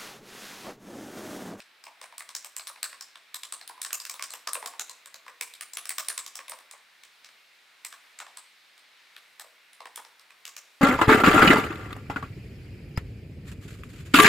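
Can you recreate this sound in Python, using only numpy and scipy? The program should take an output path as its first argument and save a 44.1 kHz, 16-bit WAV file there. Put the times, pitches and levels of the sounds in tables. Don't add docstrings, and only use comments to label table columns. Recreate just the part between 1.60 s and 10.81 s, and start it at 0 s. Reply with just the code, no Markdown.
import sys
import numpy as np
from scipy import signal
from scipy.fft import rfft, irfft, next_fast_len
from scipy.io import wavfile
from scipy.ndimage import uniform_filter1d

SR = 44100
rng = np.random.default_rng(int(sys.argv[2]) if len(sys.argv) > 2 else 0)


def dump(signal):
    limited = np.clip(np.atleast_2d(signal).T, -1, 1)
    pcm = np.round(limited * 32767).astype(np.int16)
    wavfile.write(sys.argv[1], SR, pcm)


N = 406161

# (frequency [Hz], side minus mid [dB])
WIDTH = [(100, -18), (500, -11.5), (2000, -17), (4000, -10), (10000, -7.5)]


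def contacts():
    # (time [s], nominal peak [dB], case above cap [dB],
    # hinge above cap [dB], cap pitch [Hz], hinge pitch [Hz])
    taps = [(0.24, -32.0, -12, -5.5, 5100, 8200), (0.415, -28.5, -6, -5, 2040, 8100),
            (0.441, -31, -11, -7, 1500, 9050), (0.581, -23, -13, 5, 4500, 7800),
            (0.606, -25.5, -10.5, -10, 1980, 7750), (0.691, -28, -10, -5, 3350, 7850),
            (0.751, -16.5, -18, -1, 5660, 6550), (0.846, -25, -8.5, 1.5, 3020, 7700),
            (0.965, -18, -14, 8.5, 2930, 7850), (1.071, -23.5, -16, -9, 4030, 8200),
            (1.077, -23, -20, 5, 4120, 9250), (1.23, -12.5, -22, 1.5, 4400, 8100),
            (1.41, -23.5, -18, -6, 5300, 7400), (1.744, -18.5, -15.5, -1, 3900, 7600),
            (1.834, -21, -17, -5.5, 3900, 7550), (1.924, -18, -8.5, 5.5, 4650, 8350),
            (2.077, -26, -25, 4, 3370, 9300), (2.217, -16.5, -33, 6, 3960, 8200),
            (2.249, -18, -13.5, -2, 1610, 8400), (2.33, -12.5, -11.5, 7, 2600, 6900),
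            (2.401, -22, -19, -6, 4860, 8100), (2.452, -21, -30.0, -2, 2600, 6270),
            (2.497, -18, -13, -0.5, 2340, 8300), (2.541, -27, -6.5, 0, 1460, 9700),
            (2.625, -16, -17, -4, 5800, 7200), (2.705, -25, -13, 5, 4240, 8000),
            (2.737, -23, -8.5, -2, 1770, 7950), (2.872, -23, 2, -12, 2670, 8400),
            (2.874, -15, -7.5, -10, 1830, 8700), (2.933, -12, -12, 10.5, 4070, 9100),
            (3.06, -19.5, -6, -0.5, 1450, 7550), (3.196, -15, -12.5, 2, 3730, 7040),
            (3.296, -24.5, -9.5, 0.5, 4130, 6450), (3.459, -29.5, -12.5, 2, 1523, 7800),
            (3.543, -27.5, -13.5, -5, 3980, 6230), (3.811, -13.5, -18, -2.5, 2360, 7700),
            (3.938, -30, -24, -5.0, 3900, 7960), (4.01, -20.5, -16, 0.5, 2920, 9100),
            (4.135, -23.5, -14, 6.5, 3980, 7860), (4.171, -16.5, -16, -0.5, 5950, 10300),
            (4.255, -23, -15, -1, 5400, 8200), (4.293, -13.5, -42, 7, 4400, 8300),
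            (4.305, -21.5, -14, -20, 2030, 7800), (4.383, -13.5, -10, -1, 5400, 7350),
            (4.448, -33, -34.0, -5, 3260, 9000), (4.485, -12, -18.5, 6, 4340, 8860),
            (4.502, -22.5, -11, -13, 1720, 8850), (4.578, -15, -14, 2, 3900, 7840),
            (4.664, -23.5, -12, -2.5, 4900, 6300), (4.755, -23, -14, 0, 5500, 7550),
            (4.882, -27.5, -12.5, -5, 3660, 10100), (4.896, -22.5, -9, 10, 2100, 9200),
            (4.988, -35.5, -5.5, -2.5, 1640, 9100), (5.112, -29, -12, 4, 2300, 9000),
            (5.436, -34, -17, -9, 2150, 8500), (5.646, -34, -28, -11, 5650, 6200),
            (6.249, -20.5, -16.5, 0, 2020, 8200), (6.326, -28.5, -11.5, -11, 1560, 8500),
            (6.589, -26.5, -28, 2, 2170, 7500), (6.772, -26.5, -8, 3.5, 4200, 8050),
            (7.179, -39.5, -20, -8, 2050, 8700), (7.797, -25.5, -10, -2, 1810, 7800),
            (8.132, -38.5, -26, 0, 2050, 9500), (8.359, -23, -22, 4.5, 3300, 8500),
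            (8.596, -38.5, -15.5, -7, 5440, 8750), (8.853, -23.5, -35, -4, 2900, 6640),
            (8.878, -28.5, -11, -2, 1650, 6270), (8.966, -24.5, -17, -2, 5660, 6400)]
    # (time [s], nominal peak [dB], case above cap [dB],
    # cap pitch [Hz], case pitch [Hz])
    knocks = [(0.003, -29, -31, 2580, 1160), (0.267, -30, -4, 2200, 930), (0.525, -35.5, 0, 2080, 905),
              (0.996, -25, -12.5, 2420, 1090), (1.099, -30.5, 2.5, 1400, 1030),
              (1.16, -35.5, -6.5, 2430, 1010), (1.241, -21, -20, 1580, 1300),
              (1.33, -28.5, -13, 2070, 1140), (1.557, -30.5, -12, 3400, 860),
              (2.013, -29.5, -13, 4200, 670), (2.096, -28.5, 2, 1630, 1020), (2.178, -35, 6, 2040, 1020),
              (2.307, -25, -14, 1540, 1120), (2.595, -22.5, -9, 2240, 1130), (2.953, -19, -5.5, 2560, 1070),
              (3.027, -23, 0, 1960, 980), (3.137, -32, 1, 1580, 900), (3.665, -32.5, 2, 1740, 1070),
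              (3.681, -27.5, -10, 1830, 1080), (4.79, -25, -9.5, 1800, 1090),
              (4.919, -24.5, -2.5, 1590, 900), (5.136, -34.5, -4, 2050, 1100), (5.689, -38, -18, 1720, 680),
              (6.602, -23, -10.5, 1190, 930), (6.666, -33, -5, 3100, 870), (7.565, -29, -23, 3430, 1120),
              (7.844, -41, 13, 2130, 670), (8.205, -28, 0.5, 2130, 1070), (8.256, -26.5, -3.5, 1900, 1090),
              (8.376, -25.5, -2.5, 3320, 920), (8.45, -35.5, -9, 4280, 900),
              (8.706, -35.5, -15, 2500, 1230)]
    tap_top_hz, tap_room_db = 9000, -1.5
    knock_top_hz, knock_room_db = 3670, -2
    knock_hinge_db, knock_hinge_hz = -13.5, 8300
    tap_case_hz = np.resize((1090, 1180, 1020), len(taps))
    rows = [(*tap, case_hz, tap_top_hz, tap_room_db) for tap, case_hz in zip(taps, tap_case_hz)]
    for s, peak_db, case_db, cap_hz, case_hz in knocks:
        rows.append((s, peak_db, case_db, knock_hinge_db, cap_hz, knock_hinge_hz,
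                     case_hz, knock_top_hz, knock_room_db))
    return np.array(rows, float)


def keys(size=4096):
    # (mean centre [Hz], width [Hz], mean level
    # [dB])
    case_modes = [(260, 45, -24), (507.5, 43, -5.5), (649, 66, -4), (896, 262, -3), (1155, 197, -2.5)]
    # (mean centre [Hz], width [Hz], mean level [dB])
    deck_modes = [(1714, 480, -3.5), (2436, 570, -2), (3820, 580, -0.5), (5240, 920, 0)]
    # (mean centre [Hz], width [Hz], mean level [dB])
    hinge_modes = [(7940, 1480, -11.5), (10250, 1700, -13), (13900, 690, -8)]
    cap_width_hz, cap_gain = 400, 1.54
    case_width_hz, case_gain = 154, 2.15
    hinge_width_hz, hinge_gain = 1340, 3.04
    crest_db = 10.5
    sends = 6
    columns = contacts().T[:, :, None]
    s, peak_db, case_db, hinge_db, cap_hz, hinge_hz, case_hz, top_hz, room_db = columns
    count, hz = len(s), bins(size)
    lead = int(.002 * SR)
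    rattle = rattles(count, size) * np.exp(-2j * np.pi * hz * lead / SR)

    cap = abs(1 + cap_gain * ring(hz, cap_hz, cap_width_hz)) * body(deck_modes, hz, count, dense=True)
    cap = cap / (1 + (hz / top_hz) ** 2)
    case = (1 + case_gain * ring(hz, case_hz, case_width_hz)) * body(case_modes, hz, count)
    hinge = abs(1 + hinge_gain * ring(hz, hinge_hz, hinge_width_hz))
    hinge = hinge * body(hinge_modes, hz, count, dense=True)

    sound = 0
    for response, db, span_ms in ((case, case_db, 8), (cap, 0, 3), (hinge, hinge_db, 3)):
        part = irfft(rattle * response)
        loudest = uniform_filter1d(part ** 2, int(span_ms * SR / 1000)).max(axis=2, keepdims=True)
        sound = sound + part * undb(db) / np.sqrt(loudest[[0, 0, 2]])
    loudest = uniform_filter1d(sound[0] ** 2, size=88).max(axis=1, keepdims=True)
    sound *= undb(peak_db - crest_db) / np.sqrt(loudest)
    sound[2] *= undb(room_db)

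    direct, send = np.zeros((2, N + size)), np.zeros((sends, N + size))
    starts = np.maximum(((s[:, 0] - .001) * SR).astype(int) - lead, 0)
    for k, at in enumerate(starts):
        direct[:, at:at + size] += sound[:2, k]
        send[k % sends, at:at + size] += sound[2, k]
    return direct[:, :N], send[:, :N]


def rattles(count, size):
    hold_ms, fade_ms = 1.8, 1.5
    rise_span_ms, snap_span_ms = 2.27, 0.99
    snap_db = 4
    ms = np.arange(size) * 1000 / SR
    haste = rng.random((count, 2))
    rise = np.minimum(ms / (0.3 + rise_span_ms * haste[:, :1]), 1)
    shape = rise * np.exp(-np.maximum(ms - hold_ms, 0) / fade_ms)
    chatter = shape * grains((3, count, size))
    snap_at = ((.4 + snap_span_ms * haste[:, 1]) * SR / 1000).astype(int)
    chatter[0, np.arange(count), snap_at] += undb(snap_db)
    rattle = rfft(chatter)
    rattle /= np.sqrt(uniform_filter1d(abs(rattle) ** 2, size=48))
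    rattle[1] *= undb(curve(WIDTH, bins(size)))
    rattle[2] = 1
    return rattle


def grains(shape):
    grain_db = 5.5
    x = rng.standard_normal(shape) * undb(grain_db * rng.standard_normal(shape))
    return x / np.sqrt(np.mean(x ** 2))


def body(modes, hz, count, dense=False):
    scatter_db, pitch_scatter = 3.5, 0.062
    chance = rng.standard_normal((count, len(modes)))
    shift = 1 + pitch_scatter * rng.standard_normal((count, len(modes)))
    rings = []
    for k, (centre_hz, width_hz, db) in enumerate(modes):
        strength = undb(db + scatter_db * chance[:, [k]])
        rings.append((-1) ** k * strength * ring(hz, centre_hz * shift[:, [k]], width_hz))
    if dense:
        return np.sqrt(np.sum(np.abs(rings) ** 2, axis=0))
    return sum(rings)


def ring(hz, centre_hz, width_hz):
    return 1j * hz * width_hz / (centre_hz ** 2 - hz ** 2 + 1j * hz * width_hz)


def room(size=16384):
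    # (delay [ms], spread [ms], level [dB])
    returns = [(11.5, 3.5, -22.5), (16, 6.9, -9)]
    # (band centre [Hz], decay by 60 dB [s], level [dB])
    tail_bands = [(296, 0.88, -17), (1070, 0.34, -12), (2400, 1, -26), (8250, 0.31, -13.5),
                  (13800, 0.4, -20)]
    lump_ms, lump_db = 1.5, 1.8
    ms, hz = np.arange(size) * 1000 / SR, bins(size)
    clumps = undb(lump_db * walk(1000 / lump_ms)[:size])
    noise = rng.standard_normal((2, size)) / np.sqrt(SR / 1000) * clumps
    early = 0
    for delay_ms, spread_ms, db in returns:
        early = early + undb(db) * np.exp(-.5 * ((ms - delay_ms) / spread_ms) ** 2) / np.sqrt(spread_ms)
    echoes = early * noise
    onset = np.clip((ms - 9.5) / 5, 0, 1)
    centres = [f for f, _, _ in tail_bands]
    for k, (_, t60, db) in enumerate(tail_bands):
        band = curve(list(zip(centres, np.eye(len(tail_bands))[k])), hz)
        decay = undb(db - 60 * ms / 1000 / t60)
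        echoes = echoes + irfft(rfft(noise) * band) * decay * onset
    echoes[1] = irfft(rfft(echoes[1]) * undb(curve(WIDTH, hz)))
    return echoes


def hiss():
    # (frequency [Hz], relative density [dB per Hz])
    colour = [(30, -35.5), (250, -15), (800, -6.5), (2200, 2), (3100, -3.5), (3900, -2.5), (6300, -14),
              (15500, -20.5), (16200, -40)]
    mid_db, side_db = -59, -8
    size = next_fast_len(N)
    hz, out = bins(size), 0
    noise = rfft(rng.standard_normal((2, size))) * undb(curve(colour, hz))
    for octave in np.arange(5, 15):
        band = np.clip(1 - abs(np.log2(np.maximum(hz, 1)) - octave), 0, 1)
        flicker = undb(1.1 * walk(4))
        out = out + irfft(noise * band, size)[:, :N] * flicker
    out = out * undb([[0], [side_db]])
    return out * undb(mid_db) / np.sqrt(np.mean(out[0] ** 2))


def walk(rate):
    k = int(SR / rate)
    steps = np.repeat(rng.standard_normal(N // k + 1), k)
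    return 1.3 * uniform_filter1d(uniform_filter1d(steps, k), k)[:N]


def undb(db):
    return 10 ** (np.asarray(db) / 20)


def curve(points, hz):
    f, v = np.transpose(points)
    return np.interp(np.log(np.maximum(hz, 1)), np.log(f), v)


def bins(size):
    return np.arange(size // 2 + 1) * SR / size


def scene():
    direct, sends = keys()
    wet = sum(signal.fftconvolve(send[None], room(), axes=1)[:, :N] for send in sends)
    bass_cut = signal.butter(2, 204, "high", fs=SR, output="sos")
    typing = signal.sosfilt(bass_cut, direct + wet)
    mid, side = typing + hiss()
    return np.array([mid + side, mid - side])


def record(dry):
    top_hz = 16300
    return signal.sosfilt(signal.ellip(8, .2, 70, top_hz, fs=SR, output="sos"), dry)


dry = scene()
out = record(dry)
dump(out)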